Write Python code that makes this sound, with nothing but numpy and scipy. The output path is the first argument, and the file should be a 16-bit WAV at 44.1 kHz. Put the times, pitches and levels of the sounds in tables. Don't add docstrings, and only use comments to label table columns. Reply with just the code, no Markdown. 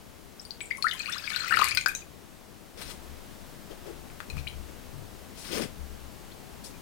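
import sys
import numpy as np
from scipy import signal
from scipy.fft import rfft, irfft, next_fast_len
from scipy.io import wavfile
from scipy.ndimage import uniform_filter1d

SR = 44100
rng = np.random.default_rng(int(sys.argv[2]) if len(sys.argv) > 2 else 0)


def attenuation_scalar(level_db):
    decades = np.asarray(level_db, float) / 20
    return 10 ** decades


def wav_record(signal):
    frames = np.transpose(np.atleast_2d(signal))
    bounded = np.clip(frames, -1, 1)
    quanta = np.round(bounded * 32767).astype(np.int16)
    wavfile.write(sys.argv[1], SR, quanta)


N = 300321
TIME = np.arange(N) / SR
SIZE = next_fast_len(N + SR // 2)
BINS_HZ = np.maximum(np.arange(SIZE // 2 + 1) * SR / SIZE, 1.0)


def along(points, hz=BINS_HZ):
    point_hz, values = np.transpose(points)
    return np.interp(np.log(hz), np.log(point_hz), values)


def shaped(x, gain):
    return irfft(rfft(x, SIZE) * gain, SIZE)[..., :N]


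def resonances(modes):
    response = 0
    for k, (hz, width, db) in enumerate(modes):
        detuning = (BINS_HZ / hz - hz / BINS_HZ) * hz / width
        response = response + (-1) ** k * attenuation_scalar(db) / (1 + 1j * detuning)
    return response


def unit(x):
    return x / np.sqrt(np.mean(x ** 2))


def gain_curve(rows, attack_db_s, release_db_s):
    curve = 0
    for start, hold, db in rows:
        before = np.maximum(start - TIME, 0)
        after = np.maximum(TIME - start - hold, 0)
        curve = curve + attenuation_scalar(db - attack_db_s * before - release_db_s * after)
    return curve


def walk(rate):
    k = int(SR / rate)
    held = np.repeat(rng.standard_normal(N // k + 1), k)
    return unit(uniform_filter1d(uniform_filter1d(held, k), k)[:N])


def grains(rate, scatter_db):
    happens, sign, size = rng.random((3, N))
    return unit((happens < rate / SR) * np.sign(sign - 0.5) * attenuation_scalar(scatter_db * size ** 2))


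def add_ring(out, s, size, start_hz, end_hz, life_s, sag=0.59, rise_s=0.0001):
    first = int(s * SR)
    t = np.arange(min(int(3 * life_s * SR) + 8, N - first)) / SR
    age = t / life_s
    hz = start_hz * (end_hz / start_hz) ** np.minimum(age, 1.05)
    phase = 2 * np.pi * np.cumsum(np.minimum(hz, 0.45 * SR)) / SR
    envelope = (1 - np.exp(-t / rise_s)) * np.exp(-sag * age - 0.54 * age ** 4)
    out[first:first + len(t)] += size * envelope * np.sin(phase)


# (time [s], peak level [dB], frequency [Hz], life [ms])
FIRST_DROPS = [(.755, -48, 9300, 3.6), (.78, -46, 10050, 5.2), (.893, -33, 3600, 4), (.935, -40, 10060, 4),
               (0.397, -31.5, 5370, 1.8), (.415, -40, 8150, 2.3), (.416, -47, 7000, 4),
               (0.452, -39, 4630, 2.8), (.452, -48, 9160, 5), (.508, -23.5, 4480, 1.7),
               (.607, -24, 2860, 0.47), (0.611, -27, 2330, 3.7), (.613, -46, 7200, 4.4),
               (.614, -39.5, 7930, 8.5), (.63, -42.5, 9500, 4), (.657, -40.5, 7280, 6.5),
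               (0.657, -38, 8300, 2.7), (.706, -30, 2440, 1.8), (.709, -38.5, 4780, 2.8),
               (0.784, -42, 1086, 17), (0.825, -16, 4340, 2.6), (.838, -40, 10050, 3.8),
               (.885, -23, 4500, 0.84), (0.912, -21.5, 3800, 1.2), (0.913, -25.5, 3010, 5.4),
               (.917, -26, 3470, 2.3), (.923, -28.5, 2990, 6), (.93, -30, 2020, 5), (0.939, -33, 3120, 6),
               (.95, -42, 1030, 14)]
# (time [s], peak level [dB], frequency
# [Hz], life [ms])
STREAM_BUBBLES = [(1.003, -26.5, 2480, 6.3), (1.058, -29.5, 4400, 2.7), (1.06, -23, 2400, 2.8),
                  (1.076, -26, 2710, 3.6), (1.127, -30, 3564, 11), (1.146, -28.5, 4040, 3.6),
                  (1.24, -29, 4570, 1.7), (1.277, -19.5, 2340, 3.3), (1.318, -30, 1740, 4),
                  (1.348, -22.5, 2620, 1.5), (1.362, -18, 4200, 1.6), (1.364, -26, 1480, 7.1),
                  (1.404, -27.5, 4200, 8.4), (1.444, -25.5, 1390, 5.6), (1.509, -18, 1500, 5),
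                  (1.523, -19.5, 1328, 14), (1.525, -17, 1800, 5), (1.541, -11, 1630, 2.7),
                  (1.572, -14, 1370, 7.4), (1.59, -15.5, 4140, 1.4), (1.594, -14.5, 1070, 1.7),
                  (1.615, -26, 2210, 4.6), (1.615, -14, 1123, 2.8), (1.645, -25, 2240, 1.6),
                  (1.676, -19, 2330, 3.4), (1.642, -21, 4400, 2), (1.651, -17.5, 4500, 1.1),
                  (1.689, -29, 2510, 9.4), (1.711, -19, 4570, 0.78)]
# (time [s], peak level [dB], frequency [Hz], life [ms])
CROWD_BUBBLES = [(1.019, -29, 4500, 1.8), (1.036, -41, 1600, 9.3), (1.069, -32, 2300, 3),
                 (1.086, -30, 2500, 4.6), (1.096, -34, 2670, 5.6), (1.124, -25, 5320, 2),
                 (1.146, -37, 1800, 3), (1.24, -35.5, 1640, 11), (1.254, -35, 5000, 2),
                 (1.264, -33, 4740, 2), (1.297, -32, 5000, 1.5), (1.303, -32, 2170, 6.7),
                 (1.304, -30, 4270, 2.5), (1.317, -29, 2290, 3.6), (1.335, -30.5, 3600, 2.7),
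                 (1.339, -33, 1500, 7.1), (1.351, -30, 3740, 3), (1.399, -30, 1560, 3.6),
                 (1.42, -30, 1380, 7), (1.431, -35, 4200, 2.6), (1.459, -33, 4200, 2),
                 (1.463, -32, 1350, 6), (1.479, -28, 2010, 4.2), (1.483, -38, 4200, 4.3),
                 (1.496, -28, 2450, 4.4), (1.516, -18, 1600, 6), (1.517, -32, 900, 2.4),
                 (1.523, -27.5, 2800, 4), (1.537, -28, 4200, 4), (1.564, -21.5, 4730, 1.3),
                 (1.571, -20, 2780, 1.8), (1.58, -26, 4200, 2), (1.599, -17.5, 1240, 3.7),
                 (1.603, -26, 2460, 4.6), (1.611, -21, 2720, 2.3), (1.62, -13, 1190, 4.4),
                 (1.627, -22, 4630, 1.4), (1.629, -19.5, 1100, 3.8), (1.65, -29, 1090, 7.2),
                 (1.668, -28, 4400, 2), (1.665, -28, 1140, 3.5), (1.691, -27, 4270, 4.4),
                 (1.763, -37, 4500, 5.1), (1.916, -30, 1600, 4.9), (1.945, -38, 1600, 4),
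                 (1.903, -30, 1595, 6), (1.902, -33, 2400, 5)]
# (time [s], peak level [dB], frequency [Hz], life [ms])
SPECKS = [(0.7723, -43, 10000, 1.2), (0.8236, -41, 12000, 1.2), (0.8378, -39, 10100, 1.2),
          (0.898, -43, 11600, 1.2), (0.9344, -43, 11700, 1.2), (0.9563, -37, 13100, 1.2),
          (0.9948, -46, 11800, 1.2), (1.1255, -50, 10000, 1.2), (1.1255, -42, 11300, 1.2),
          (1.1684, -45, 11500, 1.2), (1.1803, -43, 11800, 1.2), (1.2023, -40, 11500, 1.2),
          (1.2761, -43, 11500, 1.2), (1.2951, -41, 11500, 1.2), (1.3614, -36, 11800, 1.2),
          (1.4811, -33, 15400, 1.2), (1.5206, -38, 12400, 1.2), (1.5689, -45, 10000, 1.2),
          (1.5689, -31, 11400, 1.2), (1.5914, -35, 12000, 1.2), (1.6278, -32, 11700, 0.94),
          (1.6426, -18, 11400, 1.2), (1.6862, -32, 10100, 1.2), (1.75, -31, 11800, 1.1)]
# (time [s], peak level [dB], frequency [Hz], life [ms])
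LAST_DRIPS = [(1.751, -26, 4900, 2.2), (1.772, -24.5, 1500, 9.6), (1.773, -21.5, 2140, 4.8),
              (1.777, -20.5, 2440, 7.7), (1.861, -17.5, 4800, 1.3), (1.8613, -10.5, 1570, 5.2),
              (1.8612, -5, 2180, 0.79), (1.773, -20, 4200, 2.5), (1.774, -25, 3220, 1.5),
              (1.875, -23, 1600, 8.6), (1.889, -24, 2465, 6.9), (1.951, -33, 2460, 5.4),
              (1.95, -32.5, 3940, 8.7), (1.951, -19, 6400, 1.1), (1.953, -41, 7000, 24),
              (2.02, -46.5, 2470, 8.5)]
# (time [s], peak level [dB], frequency [Hz], life [ms])
PLOPS = [(3.714, -44, 3200, 3.7), (3.867, -48, 3320, 6.9), (4.101, -39, 2100, 1.3),
         (4.204, -22.5, 1500, 0.91), (4.209, -38, 1370, 4.9), (4.205, -32, 3780, 0.47),
         (4.301, -32.5, 2500, 8.3), (4.301, -30, 4130, 3.1), (4.301, -45, 6800, 3.2),
         (4.369, -32.5, 150, 9.5), (4.37, -40, 2530, 1.9), (4.379, -37, 2460, 6.1), (4.388, -47, 4130, 7.2),
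         (4.471, -25.5, 2350, 3.2), (4.477, -27.5, 4000, 2.6), (6.322, -45, 4180, 4), (6.66, -47, 5320, 10),
         (6.74, -47, 2400, 14)]
# (time [s], peak level [dB], start frequency [Hz], life [ms], climb [octaves])
RISERS = [(.71, -22, 1936, 7.1, 0.25), (0.718, -37, 2250, 5, 0.81), (0.843, -17, 1222, 19.7, 0.27),
          (.868, -16, 1636, 6.9, 0.39), (0.997, -32, 4110, 6.6, 0.13), (1.086, -34, 4250, 4.7, 0),
          (1.081, -28.5, 1035, 25.4, 0.81), (1.155, -31, 955, 19, 0.82), (1.181, -31.5, 4600, 3.4, 0.26),
          (1.196, -36, 2400, 4.5, 0.13), (1.542, -19.5, 1555, 8.1, 0.59), (1.632, -22, 1720, 7.5, 0.54),
          (1.715, -26.5, 2214, 13.4, 0.26), (4.369, -38, 1020, 4, 0.54), (4.474, -29, 2820, 6.4, 0.22),
          (6.312, -51, 2950, 12, .47), (6.644, -46, 4330, 8.6, 0.18)]


def bubbles():
    swell = 0.48
    pinch_db = -8.5
    steady = [*FIRST_DROPS, *STREAM_BUBBLES, *CROWD_BUBBLES, *SPECKS, *LAST_DRIPS, *PLOPS]
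    out, clicks = np.zeros((2, N))
    for s, db, hz, life_ms, climb in [(*row, 0) for row in steady] + list(RISERS):
        birth_s, life_s = s - 0.0005, life_ms / 1000
        rise_s = 0.000067 + 0.00006 * life_ms + swell * climb ** 3 * life_s
        add_ring(out, birth_s, attenuation_scalar(db + 5.0), hz, hz * 2 ** climb, life_s, rise_s=rise_s)
        clicks[int(birth_s * SR)] += attenuation_scalar(0.64 * db + pinch_db)
    return out + shaped(clicks, resonances([(9000, 5400, 0.5)]))


# (time [s], peak level [dB], ring frequency [Hz], body against snap [dB])
TICKS = [(0.7717, -39, 10500, -11), (0.8254, -35, 5430, -11.5), (0.844, -42, 9600, 2),
         (0.936, -39, 11700, -14), (0.9934, -35, 7200, -12), (1.098, -37, 8800, -12),
         (1.124, -34, 5500, -14), (1.1367, -41, 5600, -14), (1.181, -41, 12000, -9),
         (1.203, -44, 11500, -14), (1.3, -34, 9600, -19), (1.3618, -36, 12500, -7), (1.321, -38, 6600, -14),
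         (1.397, -35.5, 7550, -5), (1.5096, -38, 9000, -17), (1.5596, -33, 9600, -14),
         (1.592, -32.5, 6800, 0), (1.615, -32.5, 6400, 2.5), (1.6436, -26, 9700, -11),
         (1.6858, -28.5, 9900, -12), (1.749, -26.5, 9100, -16), (1.7731, -29.5, 8440, 6),
         (1.8115, -31, 6750, -9), (1.8606, -30, 6850, 5), (1.884, -27, 11700, -23), (1.95, -30, 6230, -23),
         (4.2033, -49, 5000, 6), (4.485, -42.5, 9300, -14), (4.2997, -42, 9360, -6),
         (4.3682, -47, 11300, -2)]
# (frequency [Hz], width [Hz], level [dB])
BOWL_MODES = [(1500, 610, 7.5), (2400, 510, 20.5), (4400, 1100, 23), (7000, 3400, 1.5), (9570, 3300, 3),
              (11700, 2800, 1.5), (14800, 680, -0.5)]


def ticks():
    top, body, ring = np.zeros((3, N))
    fade = np.exp(-np.arange(40) / SR / 0.0004)
    for s, db, hz, body_db in TICKS:
        snap = attenuation_scalar(1.263 * db + 24) * rng.standard_normal(40) * fade
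        first = int(s * SR)
        top[first:first + 40] += snap
        body[first:first + 40] += attenuation_scalar(body_db) * snap
        add_ring(ring, s, attenuation_scalar(db + 5.5), hz, hz, 0.0018, rise_s=0.00016)
    return shaped(top, resonances(BOWL_MODES[3:]) ** 2) + shaped(body, resonances(BOWL_MODES[:2])) + ring


# (time [s], level [dB])
FLOW = [
    (.8, -48),
    (.88, -20.5),
    (1.13, -13.5),
    (1.22, -16.5),
    (1.28, -11.5),
    (1.57, -5),
    (1.7, -6),
    (1.8, -26),
    (2.02, -25.5),
]


def swarm(sizes, count, cycles, scatter_db, climb):
    out, start, end = np.zeros(N), FLOW[0][0], FLOW[-1][0]
    for when, pick, detune, loud, life in rng.random((count, 5)):
        hz, spread, db = sizes[int(pick * len(sizes))]
        hz = hz + spread * (2 * detune - 1)
        s, size = start + when * (end - start), attenuation_scalar(db + scatter_db * loud ** 2)
        add_ring(out, s, size, hz, hz * (1 + climb * life), cycles * (0.24 + life) / hz, rise_s=0.00013)
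    return out / np.std(out[int(start * SR):int(end * SR)])


# (frequency [Hz], spread [Hz], level [dB])
GURGLE = [(1500, 300, 0.5), (2010, 380, -6), (2400, 380, 2)]
# (frequency [Hz], spread [Hz], level [dB])
CHIRP = [(3310, 530, -3.5), (4250, 420, -7), (5430, 950, -7.5)]
# (frequency [Hz], spread [Hz], level [dB])
FIZZ = [(7000, 950, 5.5), (9000, 830, 4), (12500, 1800, -16)]


def churn():
    flow_db = np.interp(TIME, *np.transpose(FLOW), left=-400, right=-400)
    gurgle = swarm(GURGLE, count=1200, cycles=9.6, scatter_db=8.0, climb=0.16)
    chirp = swarm(CHIRP, count=900, cycles=12.5, scatter_db=19.0, climb=0.12)
    fizz = swarm(FIZZ, count=350, cycles=11.0, scatter_db=4.0, climb=0.048)
    spray = unit(shaped(grains(3000.0, 6.9), resonances([(5500, 4300, 2), (12500, 13000, 1)])))
    splash = unit(shaped(grains(900.0, 11.0), resonances(BOWL_MODES)))
    out = gurgle * attenuation_scalar(-25 + 1.28 * flow_db)
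    out += chirp * attenuation_scalar(-36 + 0.66 * flow_db)
    out += (attenuation_scalar(-47) * fizz + attenuation_scalar(-48) * spray) * attenuation_scalar(0.57 * flow_db)
    return out + splash * attenuation_scalar(-43 + 0.87 * flow_db)


# (start [s], hold [s], level [dB])
SCRAPES = [(2.775, 0.11, -49.5), (2.818, 0.0063, -44.5), (2.89, 0.027, -57), (2.9, 0.011, -45.5),
           (3.712, .008, -58), (3.865, 0.0098, -60), (4.37, 0.029, -51.5), (5.36, 0.092, -53),
           (5.452, 0.013, -49.5), (5.47, 0.064, -46), (5.522, 0.018, -42), (5.55, 0.035, -36.5),
           (5.605, 0.037, -43), (5.62, 0.0073, -40)]
# (frequency [Hz], width [Hz], level [dB])
STRAW_MODES = [(890, 870, -11), (1600, 2900, 9.5), (2330, 500, -5), (3020, 2500, 8), (4200, 570, 1),
               (5000, 2200, 4.5), (7000, 9800, -1.5), (9080, 1300, 2.5), (12000, 14000, 4)]
# (start [s], hold [s], level [dB])
PATTER = [
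    (6.643, 0.0056, -41),
    (6.66, .04, -67),
]
# (start [s], hold [s], level [dB])
BRUSHES = [
    (2.9, 0.014, -46.5),
    (5.385, 0.043, -45.5),
    (5.55, 0.023, -62),
]


def scrapes():
    crackle = 0
    for hz, width, db in STRAW_MODES:
        fibre = unit(shaped(grains(2500.0, 4.6), resonances([(hz, width, 0)]) ** 2))
        crackle = crackle + attenuation_scalar(db + 2.6 * walk(70.0)) * fibre
    patter = unit(shaped(grains(5000.0, 9.4), resonances([(4500, 2400, -1.3), (9900, 3100, -1.2)])))
    patter_gain = gain_curve(PATTER, 3000.0, 360.0) + gain_curve(BRUSHES, 600.0, 500.0)
    return attenuation_scalar(4.5) * unit(crackle) * gain_curve(SCRAPES, 1360.0, 990.0) + patter * patter_gain


# (frequency [Hz], width [Hz], level [dB])
BOARD_MODES = [(143, 17, -8), (221, 27, 4.5), (338, 20, 7), (408, 102, 0), (576, 104, 1), (666, 800, -12)]
# (frequency [Hz], width [Hz], level [dB])
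LEG_MODES = [(21.4, 9.4, -2.5), (54.4, 15, -10), (68.4, 7.7, -0.5)]
# (frequency [Hz], width [Hz], level [dB])
RAIL_MODES = [(98, 16, -1), (142.9, 9.9, 0)]
# (start [s], hold [s],
# level [dB])
KNOCKS = [
    (1.51, .13, -57),
    (2.772, .003, -63.5),
    (2.783, 0.16, -59.5),
    (4.29, .004, -53),
    (4.369, 0.0045, -59),
    (4.69, 0.0085, -54),
    (5.51, 0.14, -50),
    (5.545, 0.07, -42),
]
# (start [s], hold [s], level [dB])
TOUCHES = [
    (3.708, 0.011, -50),
    (3.858, 0.046, -50.5),
    (3.93, 0.08, -64),
]
# (start [s], hold [s], level [dB])
LEG_PUSHES = [
    (1.6, 0.19, -50),
    (2.8, 0.17, -47.5),
    (3.3, 0.87, -59),
    (4.34, 0.053, -43),
    (4.55, 0.082, -42),
    (5.1, .02, -57),
    (5.4, 0.19, -58),
    (5.76, 0.14, -44.5),
]
# (start [s], hold [s], level [dB])
RAIL_PUSHES = [
    (1.5, 0.27, -51),
    (2.79, 0.057, -56),
    (4.31, .03, -48.5),
    (4.37, 0.034, -42),
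    (4.95, 0.08, -49.5),
    (5.62, 0.03, -45),
    (5.9, .7, -62),
]


def table():
    jolts = grains(1500.0, 10.0)
    board = unit(shaped(jolts, resonances(BOARD_MODES)))
    touch = unit(shaped(jolts, resonances(BOARD_MODES[2:])))
    legs = unit(shaped(rng.standard_normal(N), resonances(LEG_MODES) ** 2))
    rails = unit(shaped(rng.standard_normal(N), resonances(RAIL_MODES) ** 2))
    out = attenuation_scalar(10.0) * board * gain_curve(KNOCKS, 540.0, 356.0)
    out += attenuation_scalar(10.0) * touch * gain_curve(TOUCHES, 1100.0, 360.0)
    out += attenuation_scalar(3.5) * legs * gain_curve(LEG_PUSHES, 200.0, 35.0)
    return out + attenuation_scalar(5.0) * rails * gain_curve(RAIL_PUSHES, 270.0, 117.0)


# (time [s], peak level [dB], frequency [Hz], life [ms])
SWAYS = [(4.325, -30, 68, 30), (4.368, -27.5, 72, 64), (4.44, -37, 66, 30), (4.54, -33, 68, 79),
         (4.62, -33, 68, 50), (5.8, -34, 68, 65), (3.862, -38, 400, 10), (3.884, -37, 330, 11),
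         (3.904, -35, 420, 11), (5.531, -20, 358, 5.8), (5.567, -24.5, 454, 8), (5.603, -22, 242, 9.7),
         (5.624, -23, 300, 5.1), (5.634, -27, 180, 12), (5.655, -25, 260, 6)]


def sways():
    out = np.zeros(N)
    for s, db, hz, life_ms in SWAYS:
        add_ring(out, s, attenuation_scalar(db), hz, hz, life_ms / 1000, rise_s=0.14 / hz)
    return out


# (frequency [Hz], T60 [s])
ROOM_T60 = [(300, 0.19), (2000, 0.23), (6000, 0.18), (14000, 0.17)]
# (frequency [Hz], level [dB])
ROOM_COLOUR = [(1500, -5), (2500, -1.5), (4200, -3), (8000, 1), (13000, -4)]


def room():
    t = np.arange(SR // 2) / SR
    tails, centres = 0, 350 * 2.0 ** np.arange(6)
    for hz, t60 in zip(centres, along(ROOM_T60, centres)):
        band = signal.butter(2, [hz / np.sqrt(2), hz * np.sqrt(2)], "band", fs=SR, output="sos")
        strength = attenuation_scalar(3.5 * rng.standard_normal((2, len(t) // 90 + 1))).repeat(90, axis=1)[:, :len(t)]
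        echoes = rng.standard_normal((2, len(t))) * strength
        tails = tails + signal.sosfilt(band, echoes) * attenuation_scalar(-60 * t / t60) * np.sqrt(1 / t60)
    tails = tails * (1 - np.exp(-(t / 0.001) ** 2))
    tails = tails / np.sqrt(np.sum(tails ** 2, axis=1, keepdims=True))
    return rfft(tails, SIZE) * attenuation_scalar(-4 + along(ROOM_COLOUR))


# (frequency [Hz], level [dB per Hz])
AIR = [(12, -14), (20, -1.5), (116, -6), (214, -4.5), (320, -7.5), (800, -13.5), (2050, -20),
       (15700, -28.5)]
# (frequency [Hz], left minus right [dB])
AIR_BALANCE = [(60, 11), (110, 7), (200, 11), (380, 9), (700, 7.5), (1290, 4.5), (4400, 1.5), (15000, 0)]
# (frequency [Hz], correlation [-1 to 1])
AIR_LIKENESS = [(60, -0.56), (130, -0.33), (290, 0.06), (640, 0.13), (1410, 0.42), (3100, 0.39),
                (6820, 0.55), (15000, 0.63)]


def air():
    like = np.clip(along(AIR_LIKENESS), -1, 1)
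    a, b = rfft(rng.standard_normal((2, SIZE)))
    pair = np.array([a, like * a + np.sqrt(1 - like ** 2) * b])
    lean = attenuation_scalar(along(AIR_BALANCE))
    left = attenuation_scalar(along(AIR)) / np.sqrt(1 + 1 / lean ** 2 + 2 * like / lean)
    noise = irfft(pair * [left, left / lean], SIZE)[:, :N]
    level_db = -51.5 + 3 * (TIME > 2.772) + 0.046 * walk(1.6)
    return noise / np.std(noise.mean(axis=0)) * attenuation_scalar(level_db)


# (frequency [Hz], level against left [dB])
RIGHT_DIRECT = [(60, -8), (300, -23), (1300, -41.5), (4400, -39), (8000, -50), (15000, -35)]
# (frequency [Hz], level against left [dB])
RIGHT_ROOM = [(60, 6), (1300, -11), (4400, -9.5), (8000, -1), (15000, -6)]


def scene():
    left_tail, right_tail = room()
    right_direct = attenuation_scalar(along(RIGHT_DIRECT)) * np.exp(-1j * 5.6)
    paths = np.array([1 + left_tail, right_direct + attenuation_scalar(along(RIGHT_ROOM)) * right_tail])
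    near = ticks() + churn() + scrapes()
    near = near + bubbles() * attenuation_scalar(2.0 * walk(500.0))
    right_shake = attenuation_scalar(-17.0) * np.exp(-1j * 1.8) + attenuation_scalar(-11.5) * right_tail
    shake = np.array([np.ones_like(BINS_HZ), right_shake])
    return shaped(near, paths) + shaped(table() + sways(), shake) + air()


def top_cut(x):
    return signal.sosfilt(signal.butter(12, 16990, fs=SR, output="sos"), x)


def record(dry):
    low_pass = signal.ellip(10, 0.2, 80, 15950, fs=SR, output="sos")
    mix = signal.sosfilt(low_pass, np.clip(dry, -1, 1))
    return top_cut(mix)


dry = scene()
out = record(dry)
wav_record(out)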